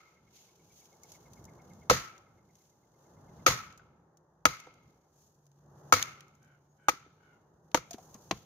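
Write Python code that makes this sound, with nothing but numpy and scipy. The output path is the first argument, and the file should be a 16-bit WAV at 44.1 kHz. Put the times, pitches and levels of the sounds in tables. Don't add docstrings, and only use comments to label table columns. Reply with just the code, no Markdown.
import sys
import numpy as np
from scipy import signal
from scipy.fft import rfft, irfft, next_fast_len
from scipy.io import wavfile
from scipy.ndimage import uniform_filter1d, map_coordinates

SR = 44100
rng = np.random.default_rng(int(sys.argv[2]) if len(sys.argv) > 2 else 0)


def transcribe(signal):
    frames = np.atleast_2d(signal).T
    limited = np.clip(frames, -1, 1)
    pcm = np.round(limited * 32767).astype(np.int16)
    wavfile.write(sys.argv[1], SR, pcm)


N = 372644

# (time [s], crack [dB], ground [dB], branch [dB], log [dB],
# log tilt [dB/octave], upper wood [dB])
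HITS = [(1.898, -19.5, -28, -24.5, -21.5, 9, -8), (1.9089, -31, -25.5, -12.5, -19, 4.5, -21.5),
        (1.934, -39, -29, -33.5, -40.5, 1, -27), (3.464, -16.5, -32.5, -27.5, -22, 2.5, -7.5),
        (3.4753, -24.5, -26.5, -21, -28.5, 5, -16), (3.5004, -31, -31.5, -37, -36.5, -0.5, -28.5),
        (4.4533, -13.5, -37, -29.5, -17.5, 5, -8), (4.4631, -29.5, -33.5, -37.5, -33, 5.5, -19.5),
        (4.6688, -67, -63, -48, -47.5, 4, -54), (5.9237, -16.5, -30, -24, -19.5, 5.5, -4),
        (5.936, -19.5, -32, -28.5, -33, 3.5, -13.5), (6.8839, -21.5, -53, -30.5, -20.5, 9, -9.5),
        (6.892, -22.5, -47, -43, -43, -7, -23), (7.7446, -19, -59, -23.5, -13.5, 6.5, -21),
        (7.772, -36, -41, -36.5, -38.5, -1, -26.5), (8.31, -34.5, -34, -32.5, -21.5, 3, -39)]
# (pitch [Hz], level [dB], t60 [s], pan left [dB], left phase lead [rad], phase drift per sample [rad])
HIT_MODES = [(59.5, -3, .15, 1, .3, .04), (115, -2, 0.22, -0.5, 0.3, 0.062),
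             (294, 0.5, 0.044, -1, 0.28, 0.098), (501, -1, 0.06, -4, 0.37, 0.017),
             (699, -4, 0.032, .5, 0.4, 0.11), (924, -1.5, 0.022, 2.5, 0.2, 0.14),
             (1269.7, 0, 0.031, 2.5, 1.7, 0.072), (2209.5, 0.5, 0.024, 8, 2, 0.2)]

def blows():
    out = np.zeros((2, N))
    pivot_hz = 463
    for s, crack_db, ground_db, branch_db, log_db, tilt_db, upper_db in HITS:
        add(out, s, amp(crack_db) * pan(2.6) * puff(.016))
        log = [log_db + tilt_db * np.log2(mode[0] / pivot_hz) for mode in HIT_MODES]
        drives = [ground_db, ground_db, log[2], branch_db, log[4], log[5], upper_db, crack_db]
        for drive_db, (hz, db, t60, pan_db, lead, drift) in zip(drives, HIT_MODES):
            add(out, s, amp(db + drive_db) * pan(pan_db) * ring(hz, t60, lead, drift, attack_s=.0018))
    return out


# (time [s], level [dB], t60 [s], low blade ring [dB], high blade ring [dB])
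TEARS = [(0, -66, 0.97, -49.5, -49.5), (1.897, -21, 0.4, -27.5, -37.5), (3.463, -19.5, 0.39, -25.5, -34),
         (4.455, -33, 0.43, -31.5, -30), (5.924, -21.5, 0.4, -25.5, -28), (6.885, -37, 0.31, -38.5, -51),
         (7.747, -26.5, 0.16, -43, -47), (8.312, -45.5, 0.13, -53, -57)]
# (centre [Hz], width [Hz], level [dB])
LOG_BANDS = [(75, 240, -5), (530, 510, -11.5), (1260, 400, -1), (1930, 490, -5), (4300, 2500, -3.5),
             (11100, 9800, -7)]
# (centre [Hz], width [Hz], level [dB])
BLADE_BANDS = [(1310, 76, 1.77), (2120, 88, -3.5)]

def tearing():
    t = np.arange(N) / SR
    body, treble, blade_low, blade_high = np.zeros((4, N))
    treble_decay_ratio, rattle_t60_s = .77, .8
    for s, db, t60, low_ring_db, high_ring_db in TEARS:
        decay = lambda db, t60: (t > s) * amp(db - 60 * np.abs(t - s) / t60)
        body += decay(db, t60)
        treble += decay(db, treble_decay_ratio * t60)
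        blade_low += decay(low_ring_db, rattle_t60_s)
        blade_high += decay(high_ring_db, rattle_t60_s)
    crackle = grains(lumpy_db=1.5, rate=210)
    wood = resonate(body * crackle, LOG_BANDS[:4]) + resonate(treble * crackle, LOG_BANDS[4:])
    steel = resonate(blade_low * crackle, BLADE_BANDS[:1])
    steel += resonate(blade_high * crackle, BLADE_BANDS[1:])
    return pan(.6) * (wood + steel)


# (time [s], level [dB], body over level [dB], length [s])
SNAP_CUES = [(0.856, -53.5, 1, 0.012), (0.929, -56, -6, .008), (1.034, -44.5, -23, 0.017),
             (1.1195, -43.5, -6.5, 0.0165), (1.2286, -60, -6, 0.012), (1.334, -45.5, -11, 0.011),
             (1.4419, -48, -16, .009), (1.453, -44, -15, .01), (1.536, -58, -7, .009),
             (1.6192, -58.5, -9, .01), (1.735, -54, -7, .009), (2.18, -53, .5, 0.013),
             (2.5543, -56, -5.5, 0.015), (2.919, -66.5, -8, .01), (3.7262, -53, 2, 0.0089),
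             (3.7763, -52, -6, 0.018), (4.172, -56, -12, 0.013), (4.601, -42, -3, 0.0114),
             (4.74, -57, -4, 0.012), (5.456, -63, -13, .009), (5.4663, -57, -9, .011),
             (5.516, -65.5, -3.5, .012), (6.0269, -16, 3, .006), (6.2073, -44, 5.5, 0.0075),
             (6.282, -59.5, -8, 0.0095), (6.352, -60, -11, .01), (6.429, -60, -10, 0.011),
             (6.447, -64, -9, .01), (7.7162, -56, 9, 0.01), (7.909, -36.5, -5, 0.018),
             (7.932, -43, 2.5, 0.034), (7.9825, -52, -11, 0.013), (8.143, -45, -8, 0.0208),
             (8.312, -32.5, 20.5, 0.0095)]

def snaps():
    top, body = np.zeros((2, 2, N))
    crossover_hz = 4600
    for s, db, body_db, length in SNAP_CUES:
        click = amp(db) * pan(1.5) * puff(length)
        add(top, s - .001, click)
        add(body, s - .001, amp(body_db) * click)
    top = filtered(top, lambda hz: 1 / (1 + (crossover_hz / (hz + 1)) ** 8))
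    return top + filtered(body, lambda hz: 1 / (1 + (hz / crossover_hz) ** 8))


# (time [s], level [dB], pitch [Hz], t60 [s])
KNOCKS = [(3.795, -56, 1500, 0.047), (6.934, -44.5, 294, 0.027), (7.063, -54.5, 316, 0.057),
          (7.909, -45.5, 675, 0.11), (7.943, -34.5, 220, 0.035), (7.983, -47, 695, 0.079),
          (8.147, -60.5, 1100, 0.13), (8.15, -45.5, 196, 0.068), (8.312, -42, 1063, 0.086),
          (8.322, -29.5, 196, 0.05)]

def knocks():
    out = np.zeros((2, N))
    for s, db, hz, t60 in KNOCKS:
        add(out, s, amp(db) * pan(2.05) * ring(hz, t60, lead=.21, drift=.071, attack_s=.0004))
    return out


# (time [s], level [dB], 10 dB swell [s], 10 dB fade [s], body over level [dB])
RUSTLES = [(.08, -82, 0.14, .2, 4), (.36, -66, 0.037, 0.15, 2.5), (.8, -66, 0.11, 0.099, -3.5),
           (1.12, -64.5, 0.089, 0.1, -2.5), (1.36, -71.5, 0.054, 0.12, -6), (1.7, -75.5, 0.21, 0.49, -1.5),
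           (2.6, -75, 0.073, 0.17, -6), (3.07, -78.5, 0.107, 0.2, -6), (3.43, -77.5, 0.18, .2, 3),
           (4.9, -84, .2, .12, 1.5), (5.21, -72, 0.081, 0.12, -10.5), (5.88, -75.5, .2, .3, -3.5),
           (6.45, -88.5, .1, 0.11, 0), (6.76, -89, 0.11, .2, -5), (7.24, -86.5, 0.14, 0.17, 4.5),
           (8.06, -69.5, 0.19, 0.26, -9), (8.27, -71.5, .15, 0.12, -8), (8.37, -70, 0.037, 0.063, 8)]
# (frequency [Hz], gain [dB])
RUSTLE_EQ = [(900, -20), (2500, -2), (4500, 2.5), (5800, 4.5), (8800, 5), (12000, 9), (16000, 6.5)]

def rustle():
    t = np.arange(N) / SR
    rest_db, steady_db = -98, -90
    top_gain, body_gain = np.full((2, 2, N), amp(rest_db))
    for s, db, swell, fade, body_db in RUSTLES:
        stir = amp(db - 10 * np.maximum((s - t) / swell, (t - s) / fade))
        top_gain += stir
        body_gain += amp(body_db) * stir
    hiss = filtered(grains(lumpy_db=2, rate=130), lambda hz: amp(along(RUSTLE_EQ, hz)))
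    body = filtered(hiss, lambda hz: 1 / (1 + (hz / 4700) ** 6))
    steady = filtered(rng.standard_normal((2, N)), lambda hz: 1 / (1 + (5000 / (hz + 1)) ** 4))
    return top_gain * (hiss - body) + body_gain * body + amp(steady_db) * steady


# (time [s], level [dB], pitch [Hz])
CHATTER = [(0, -70, 2170), (.3, -77, 2160), (.65, -77.5, 2270), (1.1, -71, 2160), (1.8, -70, 2160),
           (2.3, -76.5, 2120), (2.9, -87.5, 2110), (3.4, -76, 2110)]

def woodpecker():
    out = np.zeros((2, N))
    notes, note_s, spacing_s = 31, .03, .1127
    u = np.linspace(0, 1, round(note_s * SR))
    call_db, call_hz = automation(CHATTER)
    for k, (louder, higher) in enumerate(rng.standard_normal((notes, 2))):
        hurry_s = .05 * (1 - np.exp(-k / 5))
        s = .056 + k * spacing_s - hurry_s
        db = call_db[round(s * SR)] + 1.2 * louder
        hz = call_hz[round(s * SR)] * (1 + .006 * higher)
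        phase = 2 * np.pi * np.cumsum(hz * (1.01 - .41 * (u - .45) ** 2)) / SR
        rasp = .063 * np.cumsum(rng.standard_normal(len(u)))
        add(out, s, amp(db) * pan(.5) * np.sin(np.pi * u) * np.sin(phase + rasp))
    return out


# (time [s], length [s], pitch [Hz], level [dB])
WHISTLE_CUES = [(6.681, 0.074, 6650, -87.5), (6.8, 0.095, 8220, -81)]

def small_bird():
    out = np.zeros((2, N))
    for s, length, hz, db in WHISTLE_CUES:
        t = np.arange(round(length * SR)) / SR
        add(out, s, amp(db) * pan(.58) * np.sin(np.pi * t / length) * np.sin(2 * np.pi * hz * t))
    return out


# (time [s], length [s], top pitch [Hz], level [dB])
CAW_CUES = [(6.399, 0.19, 762, -81.5), (6.78, 0.19, 752, -80.5), (7.179, .22, 739, -79.5)]
# (harmonic [number], level [dB])
CAW_HARMONICS = [(2, 8.5), (3, -3.5), (4, -9)]

def crow():
    out = np.zeros((2, N))
    for s, length, top_hz, db in CAW_CUES:
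        u = np.arange(round(length * SR)) / (length * SR)
        hoarse = .63 + unit(uniform_filter1d(rng.standard_normal((2, len(u))), size=170))
        phase = 2 * np.pi * np.cumsum(top_hz * (1 - .16 * (u - .22) ** 2)) / SR
        voice = sum(amp(level) * np.sin(k * phase) for k, level in CAW_HARMONICS)
        add(out, s, amp(db) * np.sqrt(np.sin(np.pi * u)) * hoarse * voice)
    return out


# (time [s], level [dB])
ROAR_FADER = [(0, -74), (.49, -75), (.8, -75.5), (1.1, -67.5), (1.5, -64.5), (1.85, -64), (2.16, -70.5),
              (2.6, -75.5), (2.95, -74), (3.2, -65.5), (3.41, -60.5), (3.9, -71.5), (4.19, -76),
              (4.66, -72.5), (5.5, -77.5), (5.72, -68), (5.9, -62.5), (6.3, -73), (6.78, -76), (7.45, -72),
              (8, -70), (8.25, -67), (8.45, -66.5)]
# (time [s], pitch [Hz], level [dB])
ENGINE_NOTE = [(.8, 160, -88), (1.5, 163, -72.5), (2.4, 155.4, -76), (2.9, 147.4, -80.5), (3.6, 152.2, -66),
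               (4, 158.2, -71.5), (5.05, 154.1, -74.5), (5.9, 139.1, -56.5), (6.8, 147.2, -72.5),
               (7.4, 155.2, -71), (8.45, 156.5, -72.5)]
# (frequency [Hz], gain [dB])
RUMBLE_EQ = [(15, -56), (25, -20), (65, 1), (150, 2), (199, -3), (275, -10.5), (350, -14), (460, -37.5),
             (770, -120)]
# (frequency [Hz], gain [dB])
TYRE_EQ = [(150, -35), (250, -14), (345, 0), (710, -6.5), (813, -4.5), (1670, -20), (1900, -24.5),
           (2470, -62.5), (4180, -120)]

def traffic():
    roar_db, = automation(ROAR_FADER)
    usual_db, rumble_lift_db, rumble_swing = -68, 5, 1.15
    rumble_db = usual_db + rumble_lift_db + rumble_swing * (roar_db - usual_db)
    hz, db = automation(ENGINE_NOTE)
    engine = amp(db + 1.7 * wobble(5.7)) * np.sin(2 * np.pi * np.cumsum(hz + 2.8 * wobble(21)) / SR)
    rumble = amp(rumble_db + 2 * wobble(8.5)) * stereo_noise(RUMBLE_EQ)
    tyres = amp(roar_db + 1.3 * wobble(4.3)) * stereo_noise(TYRE_EQ)
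    return rumble + tyres + engine


# (frequency [Hz], t60 [s])
YARD_DECAY = [(150, 0.45), (1300, 0.32), (4000, 0.81), (12000, .2)]

def yard(send):
    hz, t, noise = signal.stft(rng.standard_normal((2, SR // 2)), SR, nperseg=256)
    tail = signal.istft(noise * amp(-60 * t / along(YARD_DECAY, hz)[:, None]), SR, nperseg=256)[1]
    predelayed = np.pad(send, ((0, 0), (500, 0)))
    return signal.fftconvolve(predelayed, tail / np.linalg.norm(tail[0]), axes=1)[:, :N]


# (frequency [Hz], left-right correlation [-1 to 1])
CORRELATION = [(60, 0.98), (180, 0.98), (550, 0.8), (1650, 0.22), (4970, -0.36), (15000, 0.76)]

def stereo_noise(eq):
    def mid_side(hz):
        width = np.arccos(np.clip(along(CORRELATION, hz), -1, 1)) / 2
        return amp(along(eq, hz)) * [np.cos(width), np.sin(width)]
    mid, side = filtered(rng.standard_normal((2, N)), mid_side)
    return unit(np.array([mid + side, mid - side]))


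def grains(lumpy_db, rate):
    return unit(amp(lumpy_db * wobble(rate)) * stereo_noise([(20, .013), (20000, 0)]))


def ring(hz, t60, lead, drift, attack_s):
    t = np.arange(SR // 3) / SR
    wander = np.cumsum(rng.standard_normal(len(t))) * drift
    envelope = amp(-60 * t / t60) * (1 - np.exp(-t / attack_s))
    return envelope * np.sin(2 * np.pi * hz * t + wander + [[lead / 2], [-lead / 2]])


def puff(length):
    t = np.arange(SR // 10) / SR
    burst = amp(-30 * t / length) * (1 - np.exp(-t / .0006)) * rng.standard_normal((2, len(t)))
    edge = np.diff(burst, prepend=0)
    return signal.lfilter([1], [1, -.35], edge)


def resonate(x, bands):
    return filtered(x, lambda hz: sum(amp(db) * 1j * hz * width / (centre**2 - hz**2 + 1j * hz * width)
                                      for centre, width, db in bands))


def filtered(x, response):
    size = next_fast_len(N + SR // 2)
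    return irfft(rfft(x, size) * response(np.fft.rfftfreq(size, 1 / SR)), size)[..., :N]


def wobble(rate):
    return map_coordinates(rng.standard_normal(int(N * rate / SR) + 4), [np.arange(N) * rate / SR])


def automation(rows):
    times, *columns = np.transpose(rows)
    return [np.interp(np.arange(N) / SR, times, column) for column in columns]


def along(points, hz):
    knots_hz, values = np.transpose(points)
    return np.interp(np.log(hz + 1), np.log(knots_hz + 1), values)


def add(track, s, sound):
    part = track[:, round(s * SR):][:, :sound.shape[1]]
    part += sound[:, :part.shape[1]]


def pan(left_db):
    return amp([[left_db / 2], [-left_db / 2]])


def amp(db):
    return 10 ** (np.asarray(db) / 20)


def unit(x):
    return x / np.sqrt(np.mean(x ** 2) + 1e-20)


def scene():
    wood = blows() + snaps() + knocks()
    birds = woodpecker() + small_bird() + crow()
    reverb = yard(amp(-29) * wood + amp(-10.5) * birds)
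    return wood + tearing() + birds + reverb + rustle() + traffic()


# (frequency [Hz], gain [dB])
PHONE_EQ = [(20, -10.5), (60, -5), (200, 0.79), (3000, 6.9), (5300, 4), (6500, 12), (7000, 6), (7600, -8),
            (9300, -9), (11500, -7.5), (15550, -9), (15850, -40.5)]

def record(dry):
    cepstrum = irfft(np.log(amp(along(PHONE_EQ, np.fft.rfftfreq(4096, 1 / SR)))))
    cepstrum[1:2048] *= 2
    cepstrum[2049:] = 0
    impulse = irfft(np.exp(rfft(cepstrum)))
    coloured = signal.fftconvolve(dry, impulse[None], axes=1)[:, :N]
    return filtered(coloured, lambda hz: hz < 16900)


dry = scene()
out = record(dry)
transcribe(out)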